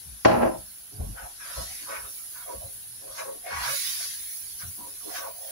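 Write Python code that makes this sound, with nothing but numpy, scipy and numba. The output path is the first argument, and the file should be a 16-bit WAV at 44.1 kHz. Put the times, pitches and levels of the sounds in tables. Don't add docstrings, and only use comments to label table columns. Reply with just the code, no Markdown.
import sys
import numpy as np
from scipy import signal
from scipy.fft import rfft, irfft, next_fast_len
from scipy.io import wavfile
from scipy.ndimage import uniform_filter1d, map_coordinates
from numba import njit

SR = 44100
rng = np.random.default_rng(int(sys.argv[2]) if len(sys.argv) > 2 else 0)


def ratio_of_db(decibels):
    return 10 ** (np.asarray(decibels, float) / 20)


def dump(signal):
    limited = np.clip(np.atleast_2d(signal).T, -1, 1)
    pcm = np.round(limited * 32767).astype(np.int16)
    wavfile.write(sys.argv[1], SR, pcm)


N = 242991
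SIZE = next_fast_len(N + 8192)
HZ = np.arange(SIZE // 2 + 1) * SR / SIZE + 1e-3
T = np.arange(N) / SR


def columns(table):
    time_s, *rest = np.transpose(np.vstack(table))
    return [np.interp(T, time_s, column) for column in rest]


def colour(points):
    hz, db = np.transpose(points)
    return ratio_of_db(np.interp(np.log(HZ), np.log(hz), db, left=-80, right=-80))


def rings(modes, lift_db):
    return 1 + sum(ratio_of_db(db + lift_db) / (1 + 2j * (HZ - hz) / width) for hz, width, db in modes)


def grains(scatter_db):
    shape = (3, N)
    sizes = ratio_of_db(scatter_db * rng.standard_exponential(shape))
    streams = rng.standard_normal(shape) * sizes
    return streams / streams.std()


def walk(rate):
    hold = int(SR / rate)
    steps = np.repeat(rng.standard_normal(N // hold + 1), hold)
    slewed = uniform_filter1d(uniform_filter1d(steps, hold), hold)
    return 1.526 * slewed[:N]


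def ports(streams, gain, envelope):
    lag_s, alike_hz = 0.00097, 770
    share = 1 / (1 + (HZ / alike_hz) ** 2.76)
    late = np.exp(-2j * np.pi * HZ * lag_s)
    both, left, right = rfft(streams * envelope, SIZE)
    common = np.array([both * late, both]) * np.sqrt(share)
    separate = np.array([left, right]) * np.sqrt(1 - share)
    level_gain = gain / np.sqrt(np.mean(np.abs(gain) ** 2))
    return irfft((common + separate) * level_gain, SIZE)[:, :N]


def patchy(x, patch_hz, patch_s, patch_db):
    hz, s, spectrum = signal.stft(x, SR, nperseg=1024)
    field = rng.standard_normal((400, 400))
    places = np.meshgrid(hz / patch_hz, s / patch_s, indexing="ij")
    gain = ratio_of_db(patch_db * map_coordinates(field, places, order=3, mode="wrap"))
    gain = gain / np.sqrt(np.mean(gain ** 2))
    return signal.istft(spectrum * gain, SR)[1][:, :N]


@njit
def svf(x, hz, width):
    out, band_state, low_state = np.empty(len(x)), 0., 0.
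    for i in range(len(x)):
        g = np.tan(np.pi * hz[i] / SR)
        damping = width[i] / hz[i]
        band = (band_state + g * (x[i] - low_state)) / (1 + g * (g + damping))
        band_state = 2 * band - band_state
        low_state += 2 * g * band
        out[i] = damping * band
    return out


def swept(streams, hz, width):
    y = np.array([svf(svf(stream, hz, width), hz, width) for stream in streams])
    return y / y.std()


def strokes(rows, rise_db_s, fall_db_s, rest_db=-120):
    t = T[::32]
    start, hold, db, *hz = np.array(rows).T[..., None]
    rise_db = rise_db_s * np.maximum(start - t, 0)
    fall_db = fall_db_s * np.maximum(t - start - hold, 0)
    gain = ratio_of_db(np.maximum(db - rise_db - fall_db, -400))
    level = np.interp(T, t, np.sqrt((gain ** 2).sum(axis=0) + ratio_of_db(rest_db) ** 2))
    if not hz:
        return level
    progress = np.clip((t - start) / np.maximum(hold, .02), 0, 1)
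    pitch = hz[0] + (hz[1] - hz[0]) * progress
    return level, np.interp(T, t, (gain * pitch).sum(axis=0) / gain.sum(axis=0))


def sizzle():
    # (frequency [Hz], relative density [dB per Hz])
    hiss_colour = [(6000, -18), (7000, -18.5), (8700, -21), (9200, -8), (10400, -0.5), (11200, -3),
                   (12000, -8.5), (12400, -15.5), (13600, -14), (14600, -35)]
    fizz_colour = [(13000, -38), (13900, -5), (14400, -3), (15100, 6), (16200, -0.5)]
    wet_colour = [(880, -49.5), (1500, -11), (1910, -8), (2780, -5.5), (3720, -1), (5620, 2.5),
                  (7250, -4.5), (7960, -13.5), (8500, -7), (11000, -34), (18700, -120)]
    # (time [s], fine hiss level [dB], wet splutter over hiss [dB])
    frying_curve = [(0.0, -48, -9), (0.3, -50, -7), (0.99, -48.5, -11), (1.38, -48, -5.5),
                    (1.6, -41.5, -1.5), (1.98, -44.5, -7), (2.29, -44.5, -9), (2.6, -45.5, -10),
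                    (3.44, -46, -10.5), (3.52, -48.5, 0.5), (3.66, -39.5, 1), (3.74, -34.5, -2.5),
                    (3.82, -37, 2), (3.9, -36, -0.5), (4.13, -40, -1), (4.17, -40.5, -7.5),
                    (4.73, -44, -10), (4.95, -45.5, -9), (5.12, -43, -6.5), (5.33, -47, -9),
                    (5.51, -44.5, -7)]
    # (time [s], hold [s], level [dB])
    spits = [(3.19, 0.0034, -42), (4.62, .005, -51), (5.165, .01, -40)]
    calm_db, fizz_growth = -49, 0.34
    hiss_db, wet_db = columns(frying_curve)
    fizz_db = -12 + fizz_growth * (hiss_db - calm_db) + 3.2 * walk(9)
    spit = strokes(spits, rise_db_s=242, fall_db_s=244)
    hiss = ports(grains(1.0), colour(hiss_colour), ratio_of_db(hiss_db + 4.0 + .5 * walk(30.21)))
    fizz = ports(grains(2.3), colour(fizz_colour), ratio_of_db(hiss_db + fizz_db + 3.0))
    wet_gain = np.hypot(ratio_of_db(hiss_db + wet_db), spit) * ratio_of_db(3.0)
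    wet = ports(grains(2.1), colour(wet_colour), wet_gain)
    frying = patchy(hiss + fizz, 503.0, 0.067, 0.79) + patchy(wet, 109.97, .04, 4.97)
    pan_db = -.3 + 1.3 * walk(8)
    return frying * ratio_of_db(np.array([pan_db, -pan_db]) / 2)


def kitchen():
    # (frequency [Hz], relative density [dB per Hz])
    murmur_colour = [(15, -44), (25, -4), (91, -7.5), (184, -11), (253, -12.5), (579, -10.5), (631, -11.5),
                     (1240, -16), (1510, -9), (2030, -17), (4000, -14.5), (5200, -27), (8800, -120)]
    murmur = ports(grains(0.64), colour(murmur_colour), ratio_of_db(-59.0))
    return patchy(murmur, 110., .05, 2.2)


def thud():
    # (time [s], hold [s], level [dB], pitch at start [Hz], pitch at end [Hz])
    shakes = [(0.06, 0.08, -49, 78.7, 57), (0.27, .06, -48.5, 78, 79), (0.38, .005, -34.5, 73, 71),
              (0.46, 0.044, -44, 70.4, 58), (0.59, 0.023, -47.5, 58, 70), (0.945, .03, -45, 109.8, 98),
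              (1.0, 0.029, -29, 89, 68), (1.045, .07, -34.5, 41.6, 42.3), (1.23, 0.0042, -43.5, 46.8, 46),
              (1.58, .04, -39, 64.6, 73), (1.66, 0.055, -55.5, 85.26, 70), (1.99, .07, -54.5, 69.68, 67),
              (2.56, 0.027, -46, 59.7, 55), (2.65, .005, -46, 84.8, 88), (2.74, .25, -64.5, 97.5, 102),
              (3.525, 0.1, -47.5, 71.4, 58), (3.68, .02, -48.5, 124.4, 150), (3.88, 0.0047, -58, 97.6, 81),
              (4.21, 0.0052, -59.5, 76, 62), (4.54, .005, -59, 83.5, 84), (4.64, 0.047, -44.5, 97.6, 97),
              (4.83, .005, -59.5, 66, 75), (5.25, .005, -67, 58.9, 59)]
    gain, hz = strokes(shakes, rise_db_s=802, fall_db_s=350.5, rest_db=-70)
    wobbling_hz = hz * (1 + 0.093 * walk(23))
    swing = np.sqrt(2) * np.sin(2 * np.pi * np.cumsum(wobbling_hz) / SR)
    rumble = swept(grains(0), 45 + 0.44 * hz, 110 + 0.033 * hz)
    return ports(swing + ratio_of_db(-2.5) * rumble, np.ones_like(HZ), gain * ratio_of_db(-2.0))


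def knock():
    # (time [s], level [dB], treble over level [dB])
    decay = [(.249, -22.5, 0), (.256, -16.5, -7.5), (.268, -23, -7), (.33, -24.5, -8.5), (.405, -27, -13.5),
             (.44, -25, -12.5), (.475, -26.5, -17), (.505, -35, -16), (.55, -43.5, -13.5),
             (.62, -57.5, -36), (.7, -92, -17)]
    # (frequency [Hz], relative density [dB per Hz])
    body_colour = [(24, -52), (40, -19), (120, -14.5), (151, -15.5), (236, -8), (267, -3), (569, -4.5),
                   (654, -10.5), (1600, -20.5), (2080, -43), (3520, -120)]
    edge_colour = [(650, -36), (1100, -4.5), (1300, -7.5), (2790, -9.5), (3670, -22), (4220, -19),
                   (5790, -25), (8000, -37.5), (10400, -75), (17600, -120)]
    # (frequency [Hz], width [Hz], level [dB])
    worktop_modes = [(123.6, 9.2, 5.5), (185.4, 4.8, 9), (239.3, 6.7, 7), (343, 15, 0.5), (540, 9.8, -4),
                     (642.6, 19, 11), (662, 35, 7), (745, 50, 5.5), (824, 14, 7.5), (908, 28, 5.5),
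                     (1007, 15.5, 4.5), (1087, 8.7, -19), (1210, 16, -5), (1316, 13, 4), (1608, 42, -5)]
    level_db, treble_db = columns(decay)
    blow_s = decay[0][0]
    on = (T > blow_s) * (T < decay[-1][0])
    rattle_db = 1.1 * walk(131.4)
    ring = rings(worktop_modes, lift_db=7.5)
    top = 1 / (1 + (3100 / HZ) ** 6)
    body_gain = on * ratio_of_db(level_db + 6.0 + rattle_db)
    body = ports(grains(2.64), colour(body_colour) * ring, body_gain)
    edge_gain = on * ratio_of_db(level_db + treble_db + 4.0 + rattle_db)
    edge = ports(grains(0.5), colour(edge_colour) * ring * (1 - top), edge_gain)
    top_fade_db = 45 * np.abs(T - blow_s)
    top_edge = ports(grains(0.59), colour(edge_colour) * top, edge_gain * ratio_of_db(-10.5 - top_fade_db))
    return (body + patchy(edge + top_edge, 123.0, 0.06, 1.3)) * (T > blow_s)


def scrape():
    # (time [s], hold [s], level [dB], pitch at start [Hz], pitch at end [Hz])
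    drags = [(0.94, 0.0051, -47.5, 343, 350), (1.01, 0.0042, -36.5, 240, 250), (1.12, 0.016, -56, 240, 130),
             (1.15, 0.036, -55, 720, 1000), (1.195, 0.06, -48, 800, 850), (1.45, 0.058, -58.5, 704, 700),
             (1.58, 0.037, -46.5, 536.7, 540), (1.65, .07, -60.5, 700, 750), (1.82, 0.043, -57, 250, 200),
             (1.89, 0.054, -44, 580, 630), (2.04, 0.046, -56, 500, 430), (2.48, 0.057, -44.5, 600, 520),
             (2.62, 0.055, -52, 680, 460), (3.03, 0.087, -51.5, 415, 550), (3.18, 0.13, -48.5, 700, 610),
             (3.26, 0.11, -53, 330, 290), (3.46, 0.035, -46, 630, 580), (3.69, 0.047, -49.5, 655, 550),
             (4.01, .005, -54.5, 593, 510), (4.61, 0.045, -63, 620, 890), (4.79, 0.069, -52.5, 240, 220),
             (4.86, 0.025, -51, 520, 410), (5.065, 0.022, -44.5, 340, 350), (5.12, 0.17, -47, 720, 615),
             (5.35, .17, -56, 600, 660)]
    rasps = [(1.05, 0.017, -60, 957, 600), (1.18, 0.067, -44.5, 1500, 1330), (1.41, 0.21, -44, 1660, 1230),
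             (1.68, 0.16, -51.5, 2190, 1950), (1.895, 0.073, -36, 1029, 1500),
             (2.0, 0.063, -48, 1500, 1370), (2.2, .005, -54, 1380, 1360), (2.36, 0.071, -47, 1500, 1380),
             (2.49, 0.047, -45, 1014, 840), (3.09, 0.064, -52, 1150, 1270), (3.19, 0.0053, -34, 1235, 1100),
             (3.22, 0.071, -44, 1400, 886), (3.47, 0.044, -42.5, 2090, 1730),
             (3.52, 0.19, -34.5, 1300, 1600), (3.77, 0.28, -46, 2245, 1610),
             (4.11, 0.23, -54.5, 1920, 2050), (4.62, 0.0047, -42.5, 1550, 1420),
             (4.8, 0.071, -53.5, 960, 920), (5.01, 0.0041, -54.5, 1300, 970), (5.09, .03, -47.5, 990, 1340),
             (5.16, 0.027, -35.5, 1770, 1360), (5.23, 0.039, -40.5, 1070, 930),
             (5.49, .02, -50, 1730, 1700)]
    # (frequency [Hz], width [Hz], level [dB])
    wok_modes = [(263, 6.6, -3), (316, 29, 4.5), (423.2, 8.8, 6.5), (546, 23.5, 13), (670, 120, 9.5),
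                 (727.4, 11, 7), (962, 37, 7.5), (1113, 10, 11), (1300, 5.9, -0.5), (1500, 16.5, 4.5),
                 (1653, 15, 1.5), (1864, 5.6, 0), (2190, 20, 7.5), (2417, 116, -1)]
    firm_db = -36
    drag_gain, drag_hz = strokes(drags, rise_db_s=655.5, fall_db_s=288)
    rasp_gain, rasp_hz = strokes(rasps, rise_db_s=541, fall_db_s=291)
    slip_db = 1.5 * walk(60)
    rub = grains(0.8)
    drag_rub = swept(rub, drag_hz, 180 + 0.23 * drag_hz)
    drag_tone = swept(rub, drag_hz, 0.14 * drag_hz)
    drag = drag_rub + ratio_of_db(-13.0) * drag_tone
    breadth = np.clip((rasp_gain / ratio_of_db(firm_db)) ** 0.41, .35, 1)
    rasp_rub = swept(rub, rasp_hz, breadth * (300 + 0.68 * rasp_hz))
    rasp_tone = swept(rub, rasp_hz, 0.089 * rasp_hz)
    rasp = rasp_rub + ratio_of_db(-15.0) * rasp_tone
    spoon = drag * drag_gain * ratio_of_db(slip_db) + rasp * rasp_gain * ratio_of_db(0.3 * slip_db)
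    ringing = ports(spoon, rings(wok_modes, lift_db=2.5), ratio_of_db(-4.0))
    return patchy(ringing, 89.8, .08, 3.65)


def scene():
    return sizzle() + kitchen() + thud() + knock() + scrape()


def top_cut(x):
    return signal.sosfilt(signal.butter(12, 17070, fs=SR, output="sos"), x)


def record(dry):
    # (frequency [Hz], left minus right [dB])
    port_tilt = [(60, 2.5), (110, 1), (200, -2), (380, 3.5), (700, -0.5), (1290, -1.5), (2380, 2.5),
                 (4400, -0.5), (8120, 2.5), (15000, -4.5)]
    hz, db = np.transpose(port_tilt)
    tilt_db = np.interp(np.log(HZ), np.log(hz), db) / 2
    gain = ratio_of_db(np.array([tilt_db, -tilt_db])) * (HZ < 15750)
    mix = irfft(rfft(dry, SIZE) * gain, SIZE)[:, :N]
    return top_cut(mix)


dry = scene()
out = record(dry)
dump(out)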